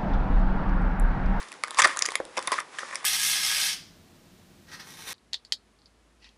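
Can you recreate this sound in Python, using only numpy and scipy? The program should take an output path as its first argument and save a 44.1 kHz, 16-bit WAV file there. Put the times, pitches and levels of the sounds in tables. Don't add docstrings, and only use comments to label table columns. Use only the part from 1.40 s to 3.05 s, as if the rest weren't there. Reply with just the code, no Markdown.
import sys
import numpy as np
from scipy import signal
from scipy.fft import rfft, irfft
from scipy.io import wavfile
from scipy.ndimage import uniform_filter1d

SR = 44100
rng = np.random.default_rng(int(sys.argv[2]) if len(sys.argv) > 2 else 0)


def gain_from_decibels(decibels):
    exponent = np.asarray(decibels, float) / 20
    return 10 ** exponent


def generate_wav(signal):
    frames = np.transpose(np.atleast_2d(signal))
    scaled = np.clip(frames, -1, 1) * 32767
    pcm = np.round(scaled).astype(np.int16)
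    wavfile.write(sys.argv[1], SR, pcm)


N = 72765


def evened(x):
    return x / np.sqrt(np.mean(x ** 2) + 1e-20)


def peaked(x, db):
    return gain_from_decibels(db) * x / abs(x).max()


def add(mix, start_s, sound):
    start = max(round(start_s * SR), 0)
    part = mix[start:][:len(sound)]
    part += sound[:len(part)]


def read(points, hz):
    point_hz, value = np.transpose(points)
    return np.interp(np.log(hz + 1), np.log(point_hz + 1), value)


def colour(x, points):
    hz = np.fft.rfftfreq(len(x), 1 / SR)
    return irfft(rfft(x) * gain_from_decibels(read(points, hz)), len(x))


def resonate(x, hz, width_hz):
    r = np.exp(-np.pi * width_hz / SR)
    return signal.lfilter([1 - r, 0, r - 1], [1, -2 * r * np.cos(2 * np.pi * hz / SR), r * r], x)


def band(x, low_hz, high_hz):
    return signal.lfilter(*signal.butter(2, [low_hz, high_hz], "band", fs=SR), x)


# pitch_hz, width_hz,
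# level_db
ENVELOPE_MODES = [(995, 160, -4), (1190, 200, 2.5), (1463, 606, -3.5), (1837, 236, 2.5), (2270, 800, -10),
                  (3550, 33, -6.5), (524, 244, -9.5)]


def hollow(x):
    rung = np.zeros(len(x))
    for k, (hz, width_hz, db) in enumerate(ENVELOPE_MODES):
        sign = (-1) ** k
        rung += sign * gain_from_decibels(db) * resonate(x, hz, width_hz)
    return band(rung, 600, 4000)


# pitch_hz, level_db
AIR_NOISE = [(18, -63), (30, -32.5), (237, -6.5), (296, -3.5), (610, -3), (674, -7), (822, -1.5),
             (9660, -20), (11500, -18), (15000, -65), (22000, -120)]


def room_air():
    return gain_from_decibels(-50.5) * evened(colour(rng.standard_normal(N), AIR_NOISE))


def slips(per_s, spread_db):
    size = gain_from_decibels(spread_db * np.minimum(rng.exponential(1, N), 2.5))
    happens = rng.random(N) < per_s / SR
    return size * rng.standard_normal(N) * happens


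# time_s, level_db
HAND_PRESSURE = [(0, -38), (.07, -52.5), (.16, -53), (.23, -89), (.25, -55), (.36, -43.5), (.48, -32.5),
                 (.56, -42.5), (.75, -42.5), (.83, -100), (.95, -51), (1.0, -46), (1.2, -37.5), (1.27, -82),
                 (1.33, -48), (1.42, -44), (1.57, -44), (1.62, -48)]
# start_s, length_s, fizz_db, body_db, fizz_hz
TEARS = [(0.371, 0.017, -38, -42, 4700), (1.14, 0.05, -46.5, -50, 5600), (1.388, 0.042, -47.5, -41, 5700),
         (1.524, 0.016, -50, -36.5, 6500), (0.386, 0.026, -22.5, -19, 7350),
         (0.4178, 0.011, -24, -19.5, 5900), (0.44, 0.019, -22.5, -18, 4560),
         (0.457, 0.093, -46.5, -37, 4770), (0.6222, 0.0036, -23.5, -27, 5230),
         (0.6523, 0.0084, -32, -31, 5600), (0.7539, 0.0056, -32, -38, 3550), (0.972, 0.014, -35, -28, 2610),
         (1.074, 0.011, -38.5, -25, 3670), (1.117, 0.027, -35, -28, 4860), (1.182, 0.012, -48, -27.5, 3350),
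         (1.2, 0.0133, -57, -35, 4860), (1.643, 0.0054, -36, -32.5, 9300)]
# pitch_hz, level_db
FIZZ_TONE = [(1180, -91), (2000, -4), (2720, -1.5), (3510, 1.5), (4220, -3), (10500, -6.5), (11500, -15),
             (15000, -59), (22000, -120)]


def paper():
    t = np.arange(N) / SR
    clump_db = 2 * evened(uniform_filter1d(rng.standard_normal((2, N)), 300))
    clump = gain_from_decibels(clump_db)
    press = gain_from_decibels(np.interp(t, *np.transpose(HAND_PRESSURE)))
    body = press * evened(clump[0] * slips(per_s=4000, spread_db=3))
    scrape = evened(np.sqrt(clump[1]) * rng.standard_normal(N))
    fizz = gain_from_decibels(-5.5) * press * scrape

    tear_slips = evened(slips(per_s=8000, spread_db=2.5))
    for start_s, length_s, fizz_db, body_db, fizz_hz in TEARS:
        progress = np.clip((t - start_s) / length_s, 0, 1)
        swell = np.sqrt(np.sin(np.pi * progress ** .6).clip(0))
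        tear = tear_slips * swell
        ring = gain_from_decibels(7) * resonate(tear, fizz_hz, width_hz=700)
        fizz = fizz + gain_from_decibels(fizz_db) * (tear + ring)
        body = body + gain_from_decibels(body_db) * tear

    click = np.eye(1, N, N // 2)[0]
    bare = colour(fizz, FIZZ_TONE) / np.linalg.norm(colour(click, FIZZ_TONE))
    boxed = hollow(body) / np.linalg.norm(hollow(click))
    shove = gain_from_decibels(-34) * np.std(body) * evened(band(body, 80, 170))
    return shove + bare + boxed


def swelling(u):
    return u * np.exp(1 - u)


# start_s, peak_db, pitch_hz
THUDS = [
    (0.01, -61, 40),
    (0.38, -48, 130),
    (0.464, -52, 71),
    (0.62, -62, 45),
    (0.685, -62, 45),
    (0.75, -63, 45),
    (0.85, -56, 65),
]


def thuds():
    out, t = np.zeros(N), np.arange(6000) / SR
    for start_s, peak_db, hz in THUDS:
        swell_s = 0.62 / 3 / hz
        add(out, start_s, gain_from_decibels(peak_db) * swelling(t / swell_s) * np.sin(2 * np.pi * hz * t))
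    return out


# start_s, tick_db, body_db, tick_hz, body_hz
PIERCING_SNAPS = [(0.029, -26, -48, 4930, 1840), (0.0848, -32.5, -47, 6050, 1960),
                  (0.088, -31, -53, 3400, 1160), (0.1185, -23.5, -33, 10200, 2500),
                  (0.1265, -27, -34, 3100, 2000), (0.1396, -30.5, -40, 3450, 1310),
                  (0.2367, -12, -14, 4400, 2150), (0.2454, -26, -29, 3000, 1430),
                  (0.275, -29.5, -32, 5060, 1240), (0.2814, -27, -26, 3470, 1690),
                  (0.3075, -16.5, -33, 3650, 1130), (0.3138, -30, -26, 3480, 1140),
                  (0.3458, -20.5, -31, 3570, 1090), (0.3705, -33, -43, 4860, 1100),
                  (0.381, -15.5, -23.5, 9700, 1040), (0.4198, -5, -17, 5950, 1190),
                  (0.4374, -13, -15, 5000, 1920), (0.4733, -12.5, -17, 9700, 1290)]
# start_s, tick_db, body_db, tick_hz, body_hz
CUTTING_SNAPS = [(0.5633, -25, -27, 3940, 1000), (0.5715, -14.5, -21.5, 6520, 1330),
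                 (0.5911, -9, -30, 6050, 1220), (0.6122, -32, -25, 3070, 2140),
                 (0.6214, -8.5, -27, 5250, 1270), (0.6472, -31, -23, 4720, 1640),
                 (0.6613, -8.5, -23.5, 6240, 1980), (0.6875, -16.5, -19, 4940, 2100),
                 (0.7058, -20, -46, 3540, 1190), (0.7195, -19, -23.5, 4000, 1040),
                 (0.7544, -9, -12, 4750, 2150), (0.8014, -33, -23, 3360, 712),
                 (0.8521, -23.5, -41, 3560, 870), (0.969, -21, -24.5, 7450, 2540),
                 (0.9732, -19.5, -19.5, 5460, 860), (0.9786, -16, -27, 8160, 1800),
                 (0.9915, -16.5, -21, 4830, 1190), (1.0262, -19.5, -42, 5030, 1190),
                 (1.0736, -8, -28, 10200, 1210), (1.0778, -25, -18.5, 3800, 1070)]
# start_s, tick_db, body_db, tick_hz, body_hz
SHIFTING_SNAPS = [(1.1191, -10.5, -14.5, 3000, 1120), (1.1256, -17, -23.5, 9500, 1120),
                  (1.142, -21, -26, 4500, 960), (1.1611, -40, -33, 5130, 1680),
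                  (1.1815, -38, -24.5, 6700, 1420), (1.1854, -33, -41, 3150, 1220),
                  (1.1972, -22, -48, 9430, 1130), (1.2024, -16.5, -45, 10670, 1060),
                  (1.2074, -45, -26, 3440, 1180), (1.3859, -22, -22.5, 7400, 1960),
                  (1.3914, -19.5, -27, 3620, 1630), (1.4313, -45, -25, 5990, 1326),
                  (1.5112, -33, -30, 3000, 1240), (1.5326, -37, -26.5, 3096, 1850),
                  (1.5464, -23, -37, 5000, 1580), (1.5557, -12.5, -22, 8900, 2190),
                  (1.63, -33, -34, 3370, 1030), (1.6434, -40, -36, 4900, 1210)]


def snaps(table):
    tick_rise_s, knock_rise_s = 0.00036, 0.00051
    tick_t60_s, knock_t60_s = 0.007, 0.018
    tick_width_hz, knock_width_hz = 800, 380
    out, t = np.zeros(N), np.arange(1600) / SR
    noise = rng.standard_normal((len(table), 2, len(t)))
    high = signal.butter(2, 2400, "high", fs=SR)
    tick_rise = np.minimum(t / tick_rise_s, 1)
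    knock_rise = np.minimum(t / knock_rise_s / 3, 1)
    tick_fade = tick_rise * np.exp(-np.pi * tick_width_hz * t)
    knock_fade = knock_rise * np.exp(-np.pi * knock_width_hz * t)
    push = t / knock_rise_s * np.exp(-t / knock_rise_s * 4)

    for (start_s, tick_db, body_db, tick_hz, body_hz), (hiss, rattle) in zip(table, noise):
        ring = tick_fade * np.sin(2 * np.pi * tick_hz * t)
        crack = signal.lfilter(*high, hiss * tick_rise * gain_from_decibels(-60 * t / tick_t60_s))
        tick = evened(ring) + gain_from_decibels(5.5) * evened(crack)

        own = knock_fade * np.sin(2 * np.pi * body_hz * t)
        jolt = evened(push) + .5 * evened(rattle * gain_from_decibels(-60 * t / knock_t60_s))
        knock = evened(own) + gain_from_decibels(-6) * evened(hollow(jolt))

        add(out, start_s, peaked(tick, tick_db))
        add(out, start_s, peaked(knock, body_db))
    return out


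# start_s, peak_db, pitch_hz, swell_ms
RINGS = [(0.237, -23, 1225, 1.43), (0.3715, -25.5, 1110, 2.1), (0.3855, -15, 1130, 1.5),
         (0.391, -8.5, 1046, 1.34), (0.3935, -12, 6600, 0.37), (0.396, -14, 1884, 2.5),
         (0.399, -22, 7000, .35), (0.4025, -9.5, 1115, 1.33), (0.4027, -15, 3570, .3),
         (0.4195, -10, 1950, 0.49), (0.4225, -18.5, 3390, 1.8), (0.423, -15, 1220, 0.58),
         (0.445, -9, 1855, 1.34), (0.448, -9, 1210, 1.6), (0.45, -24, 5000, .5), (0.4535, -15.5, 1760, 1.2),
         (0.4565, -8.5, 1180, 0.75), (0.7553, -17, 10530, 0.45), (0.755, -23, 6810, 0.62),
         (0.7552, -22.5, 3617, 1.02), (0.6228, -9, 5100, 0.33), (0.6232, -13.5, 7000, 0.43),
         (0.655, -19, 4870, 0.53), (0.656, -22, 7070, 1.1), (0.658, -27, 1980, 0.96),
         (1.121, -17.5, 1063, 1.9), (1.187, -18.5, 1240, 1.3), (1.1864, -19, 1900, .7),
         (1.387, -25, 3010, 0.47), (1.6465, -27, 1045, 1.2), (0.9787, -21, 5580, 0.36),
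         (0.9828, -19.5, 1075, 1.8), (1.074, -24, 3660, 1.05), (1.0825, -27.5, 1080, 1.3),
         (1.1095, -26, 1150, 1.4), (1.128, -17.5, 1115, 1.3), (1.1285, -29, 5220, .6),
         (1.135, -26, 1073, 1.6), (1.139, -22.5, 1077, 2), (1.344, -33, 1160, .8), (1.386, -21, 1780, 1.3),
         (1.431, -23, 1300, 0.85), (1.5559, -23, 5270, 0.75), (1.644, -33, 1020, 2.4),
         (0.802, -27, 328, 1.8), (1.5112, -27, 2000, 0.41), (0.4374, -18, 2040, .5),
         (0.8015, -29, 1480, .5)]


def rings():
    out, t = np.zeros(N), np.arange(1600) / SR
    for start_s, peak_db, hz, swell_ms in RINGS:
        swell = swelling(t / (swell_ms / 1000))
        add(out, start_s, gain_from_decibels(peak_db) * swell * np.sin(2 * np.pi * hz * t))
    return out


# start_s, peak_db, pitch_hz
BUMPS = [(0.446, -20.5, 604), (0.457, -17.5, 633), (0.623, -37.5, 472), (0.684, -31.5, 443),
         (0.752, -38, 503), (0.801, -22.5, 508), (0.877, -43, 540), (0.974, -30, 494), (0.982, -25.5, 517),
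         (1.078, -26, 780), (1.12, -29.5, 390), (1.431, -36, 522)]


def bumps():
    rise_s, t60_s, table_hz = 0.00067, 0.029, 359
    out, t = np.zeros(N), np.arange(4000) / SR
    fade = (1 - np.exp(-t / rise_s)) ** 2 * gain_from_decibels(-60 * t / t60_s)
    table_top = gain_from_decibels(-6) * np.sin(2 * np.pi * table_hz * t)
    for start_s, peak_db, hz in BUMPS:
        lower = np.sin(2 * np.pi * hz * t)
        upper = gain_from_decibels(-4.5) * np.sin(2 * np.pi * hz * 1.564 * t)
        add(out, start_s, peaked(fade * (lower + upper + table_top), peak_db))
    return signal.lfilter(*signal.butter(2, 200, "high", fs=SR), out)


def slide():
    start_s, length_s = 1.34, 0.29
    out, t = np.zeros(N), np.arange(0, length_s, 1 / SR)
    hiss = evened(resonate(rng.standard_normal(len(t)), 5270, width_hz=1900))
    swell = np.sqrt(np.sin(np.pi * t / length_s))
    add(out, start_s, gain_from_decibels(-52.5) * swell * hiss)
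    return out


# pitch_hz, fade_s
ROOM_FADE = [(200, 0.63), (1000, 0.23), (4000, 0.18), (10000, 0.1)]


def room(x):
    echoes = np.zeros(SR)
    at = np.arange(200, SR - 20, 20)
    echoes[at + rng.integers(0, 20, len(at))] = rng.choice([-1., 1.], len(at))
    hz, t, bands = signal.stft(echoes, SR, nperseg=256)
    fade = gain_from_decibels(-60 * t / read(ROOM_FADE, hz)[:, None])
    tail = signal.istft(bands * fade, SR, nperseg=256)[1]
    return signal.fftconvolve(x, tail / np.linalg.norm(tail))[:N]


def scene():
    air = room_air()
    near = paper() + thuds() + rings() + bumps() + slide()
    for table in (PIERCING_SNAPS, CUTTING_SNAPS, SHIFTING_SNAPS):
        near = near + snaps(table)
    return (near + gain_from_decibels(-15) * room(near) + air)[None]


# pitch_hz, level_db
CAMERA_TONE = [(2450, -0.5), (2900, -2.5), (3550, -0.5), (4200, -2), (4800, -0.5), (11050, -2),
               (11250, -35), (12300, -39)]


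def camera(x):
    return colour(x, CAMERA_TONE)


def band_limit(x):
    return signal.sosfilt(signal.butter(12, 12290, fs=SR, output="sos"), x)


def record(dry):
    mix = camera(dry[0])[None]
    return band_limit(mix)


dry = scene()
out = record(dry)
generate_wav(out)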